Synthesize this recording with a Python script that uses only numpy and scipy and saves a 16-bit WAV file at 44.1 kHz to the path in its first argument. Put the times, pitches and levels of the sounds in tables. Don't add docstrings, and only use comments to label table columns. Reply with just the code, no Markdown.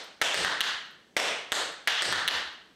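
import sys
import numpy as np
from scipy import signal
from scipy.io import wavfile
from scipy.ndimage import minimum_filter1d

SR = 44100
rng = np.random.default_rng(int(sys.argv[2]) if len(sys.argv) > 2 else 0)


def file_out(sig):
    cols = np.atleast_2d(sig).T
    lim = np.clip(cols, -1, 1)
    pcm = np.round(lim * 32767).astype(np.int16)
    wavfile.write(sys.argv[1], SR, pcm)


def gain_from_db(level_db):
    decades = np.asarray(level_db, float) / 20
    return 10 ** decades


N = 121275
LEAD = 22050

# start in seconds, level in dB, step kind (row of STEP_KINDS and SKIMMING).
TAPS = [(-.2, -8, 7), (.2155, -2, 0), (0.3442, -10, 1), (.448, -10.5, 2), (.6066, -7, 3), (1.1668, -3.5, 4),
        (1.52, -10, 5), (1.8743, 1.5, 6), (2.0217, -9, 1), (2.1260, -10.5, 2), (2.2779, -5.5, 3)]
# frequency in Hz, width in Hz.
RESONANCES = [(330, 300), (580, 560), (1000, 420), (1400, 390), (1800, 730), (2400, 1330), (2900, 1050),
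              (3500, 930), (4300, 2700), (5500, 1500), (6800, 3700), (8300, 3200), (12000, 5900)]
# pitch factor, list of lifts in dB, one per resonance.
STEP_KINDS = [
    (1.0, [-1, 6.5, -0.5, 3.5, 7, -1, 9.5, 6.5, -1, 2.5, 6, 6, 4.5]),
    (1.0, [4.5, 6, -4.5, 0, 13.5, -9, -0.5, -1.5, 8.5, 4, -3.5, 17.5, 2]),
    (1.0, [1, -2.5, 5, 4.5, 15.5, -13.5, 5.5, 5.5, 4, -3, 1.5, 1.5, -4]),
    (1.0, [-1.5, -4.5, 3, 2, 11, -11, 10, 2, 5.5, -3.5, 2.5, -0.5, -0.5]),
    (1.0, [1, 9, -0.5, 0.5, 2, 6, 2, 7, -2.5, 6, 2, 8.5, 5]),
    (1.0, [2.5, 6, 1, 3.5, 9, -7.5, 3, 4.5, 9, -6, 7, 11, 7.5]),
    (1.0, [-6.5, 0, 0.5, 4, 9, -6, 10.5, 5.5, 1, 0.5, 1.5, 0.5, 0.5]),
    (1.0, [2.5, 5, 0, 1.5, 5, -2, 2.5, 3, 4.5, 3.5, 3, 9, 5]),
]
# ring in Hz, ring in dB, click in dB.
SKIMMING = [(2070, -16, 0), (2050, -19.5, -1.5), (1890, -29.5, -1.5), (4100, -16.5, -1), (2190, -16.5, 0.5),
            (3780, -20, 0.5), (2190, -21, -2), (2000, -13, 1)]
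# start in seconds, level in dB, pitch in Hz.
THUDS = [(.362, -30.5, 175), (.44, -45, 75.5), (.69, -51, 78.5), (1.27, -50, 120), (1.58, -49, 173),
         (1.6, -60, 107), (2.05, -29.5, 179), (2.105, -37.5, 78), (2.32, -39.5, 74.5)]
# start in seconds, level in dB.
TICKS = [(.0419, -52), (.07, -63), (.859, -64), (.9109, -58), (1.722, -55), (2.478, -65), (2.53, -66),
         (2.7328, -70)]
# delay in seconds, level in dB, top frequency in Hz.
ECHOES = [(.0025, -13, 7000), (.0055, -3, 13000), (.0095, -8, 5000), (.012, -9, 9000), (.0225, -16, 5000),
          (.0327, -8, 12000)]
# frequency in Hz, 60 dB decay time in seconds, level in dB.
TAIL = [(59.7, 0.43, -7), (252, 0.57, -2.5), (580, 0.58, 1.5), (1570, 0.65, -2.5), (3740, 0.6, -4.5),
        (5920, 0.51, -6), (9500, .42, -8.5), (16000, 0.26, -1)]
# frequency in Hz, level in dB.
HOUSE_NOISE = [(30, -11), (120, -21), (190, -10), (500, -14.5), (800, -24), (2000, -29), (5000, -29.5),
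               (16000, -49)]
BAND_EDGES = 25 * 2 ** np.arange(0, 9.6, .5)

CONTACT_HZ, BOARD_HZ, CRACK_DB = 4790, 486, 16
UNEVEN_DB = 0.7
EARLY_S, EARLY_DB, EARLY_HZ = 0.002, -17, 2100
THUD_T60_S, THUD_SOFT_S = 0.076, 0.0021
TICK_HZ, TICK_T60_S, TICK_ROOM_DB, TICK_FADE_S = 12300, 0.0013, 19, 0.012
TAIL_DB, TAIL_RISE_S = -23, 0.017
SCATTER_PER_S, SCATTER_DB = 190, 8
SMEAR_S = 0.0005
NEAR_LOW_HZ, NEAR_TOP_HZ, NEAR_T60_S = 545, 7000, 0.0032
HOUSE_DB, WHINE_HZ, WHINE_DB, WHINE_WIDTH_HZ = -63.5, 7800, -86, 120
LIMIT_DB, ATTACK_S, RELEASE_DB_PER_S, PEAK_HOLD_S = -18, 0.017, 155, 0.0069
CLIP_TOP, CLIP_HARDNESS = 0.18, 5
MIC_LOW_HZ, MIC_TOP_HZ = 65, 15800


def at_hz(points, hz, column=1):
    table = np.array(points)
    return np.interp(np.log(hz), np.log(table[:, 0]), table[:, column])


def ring(x, hz, t60):
    r, w = gain_from_db(-60 / (t60 * SR)), 2 * np.pi * hz / SR
    return signal.lfilter([0, np.sin(w)], [1, -2 * r * np.cos(w), r * r], x + 1e-18)


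def lift(x, hz, width_hz, db):
    a, w = gain_from_db(db / 2), 2 * np.pi * hz / SR
    q = np.sin(w) * width_hz / hz / 2
    middle = -2 * np.cos(w)
    return signal.lfilter([1 + q * a, middle, 1 - q * a], [1 + q / a, middle, 1 - q / a], x + 1e-18)


def noise_bands(white):
    for k, (low, high) in enumerate(zip(BAND_EDGES, BAND_EDGES[1:])):
        band = signal.butter(2, [low, high], "band", fs=SR, output="sos")
        yield np.sqrt(low * high), signal.sosfilt(band, white[k % 2])


def add(track, x, s):
    i = int(round(s * SR)) + LEAD
    track[i:i + len(x)] += x[:len(track) - i]


def dancer():
    track, rooms = np.zeros(N + LEAD), hallway(count=len(TAPS))
    draws = rng.standard_normal((len(TAPS), len(RESONANCES)))
    for (s, db, kind), draw, room in zip(TAPS, draws, rooms):
        heard = signal.fftconvolve(tap(int(round(kind)), draw), room)
        add(track, gain_from_db(db) * heard, s - EARLY_S)
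    for (s, db, hz), room in zip(THUDS, rooms):
        add(track, gain_from_db(db) * signal.fftconvolve(thud(hz), room), s)
    fade = np.exp(-np.arange(SR) / SR / TICK_FADE_S)
    for (s, db), room in zip(TICKS, rooms):
        heard = signal.fftconvolve(plate_tick(), room * fade)
        add(track, gain_from_db(db + TICK_ROOM_DB) * heard, s)
    return track[LEAD:]


def tap(kind, draw):
    factor, lifts = STEP_KINDS[kind]
    t = np.arange(4000) / SR - EARLY_S
    click = gain_from_db(CRACK_DB) * (np.arange(4000) == int(EARLY_S * SR))
    body = signal.lfilter(*signal.butter(1, BOARD_HZ, "high", fs=SR), click)
    body = signal.lfilter(*signal.butter(2, CONTACT_HZ, fs=SR), body)
    for (hz, width_hz), db, uneven in zip(RESONANCES, lifts, draw):
        body = lift(body, hz * factor, width_hz, db + UNEVEN_DB * uneven)
    swell = (t < 0) * np.exp(3 * np.minimum(t, 0) / EARLY_S)
    return body + gain_from_db(EARLY_DB) * swell * np.sin(2 * np.pi * EARLY_HZ * factor * t)


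def thud(hz):
    t = np.arange(8000) / SR
    boom = ring(t * np.exp(-t / THUD_SOFT_S), hz, THUD_T60_S)
    return boom / np.abs(boom).max()


def plate_tick():
    click = np.zeros(8000)
    click[0] = 1
    return ring(click, TICK_HZ, TICK_T60_S)


def hallway(count):
    near = signal.lfilter(*signal.butter(1, [NEAR_LOW_HZ, NEAR_TOP_HZ], "band", fs=SR), wall_echoes(count))
    rooms = tail(count)
    for room, path, (_, _, kind) in zip(rooms, near, TAPS):
        hz, ring_db, click_db = SKIMMING[int(round(kind))]
        room += gain_from_db(click_db) * path + gain_from_db(ring_db) * ring(path, hz, NEAR_T60_S)
    return rooms


def wall_echoes(count):
    near = np.zeros((count, SR))
    near[:, 0] = 1
    for s, db, hz in ECHOES:
        burst = rng.standard_normal((count, 200)) * np.exp(-np.arange(200) / SR / SMEAR_S)
        burst = burst / np.sqrt(np.sum(burst ** 2, axis=1, keepdims=True))
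        burst = signal.lfilter(*signal.butter(2, hz, fs=SR), burst)
        near[:, int(s * SR):int(s * SR) + 200] += gain_from_db(db) * burst
    return near


def tail(count):
    t = np.arange(SR) / SR
    scattered = rng.random((count, SR)) < SCATTER_PER_S / SR
    white = rng.standard_normal((2, count, SR)) * (1 + gain_from_db(SCATTER_DB) * scattered)
    rise = 1 - np.exp(-t / TAIL_RISE_S)
    out = np.zeros((count, SR))
    for hz, band in noise_bands(white):
        level_db = TAIL_DB + at_hz(TAIL, hz, column=2) - 60 * t / at_hz(TAIL, hz)
        out += band * gain_from_db(level_db) * rise
    return out


def background():
    white = rng.standard_normal((2, N + SR))
    house = sum(gain_from_db(at_hz(HOUSE_NOISE, hz)) * band for hz, band in noise_bands(white))
    house = house[SR:]
    whine = ring(rng.standard_normal(N), WHINE_HZ, 2.2 / WHINE_WIDTH_HZ)
    return gain_from_db(HOUSE_DB) * house / house.std() + gain_from_db(WHINE_DB) * whine / whine.std()


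def scene():
    return (dancer() + background())[None]


def band_limit(x):
    return signal.sosfilt(signal.butter(12, 16680, fs=SR, output="sos"), x)


def record(dry):
    t = np.arange(N) / SR
    over_db = np.maximum(20 * np.log10(np.abs(dry[0]) + 1e-9) - LIMIT_DB, 0)
    hold = int(PEAK_HOLD_S * SR)
    held = -minimum_filter1d(-over_db, hold, origin=hold // 2 - 1)
    r = np.exp(-1 / (ATTACK_S * SR))
    smooth = signal.lfilter([1 - r], [1, -r], held)
    release = RELEASE_DB_PER_S * t
    cut_db = np.maximum.accumulate(smooth + release) - release
    x = signal.sosfilt(signal.butter(2, MIC_LOW_HZ, "high", fs=SR, output="sos"), dry)
    x = x * gain_from_db(-cut_db) / CLIP_TOP
    x = CLIP_TOP * x / (1 + np.abs(x) ** CLIP_HARDNESS) ** (1 / CLIP_HARDNESS)
    mix = signal.sosfilt(signal.butter(8, MIC_TOP_HZ, fs=SR, output="sos"), x)
    return band_limit(mix)


dry = scene()
out = record(dry)
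file_out(out)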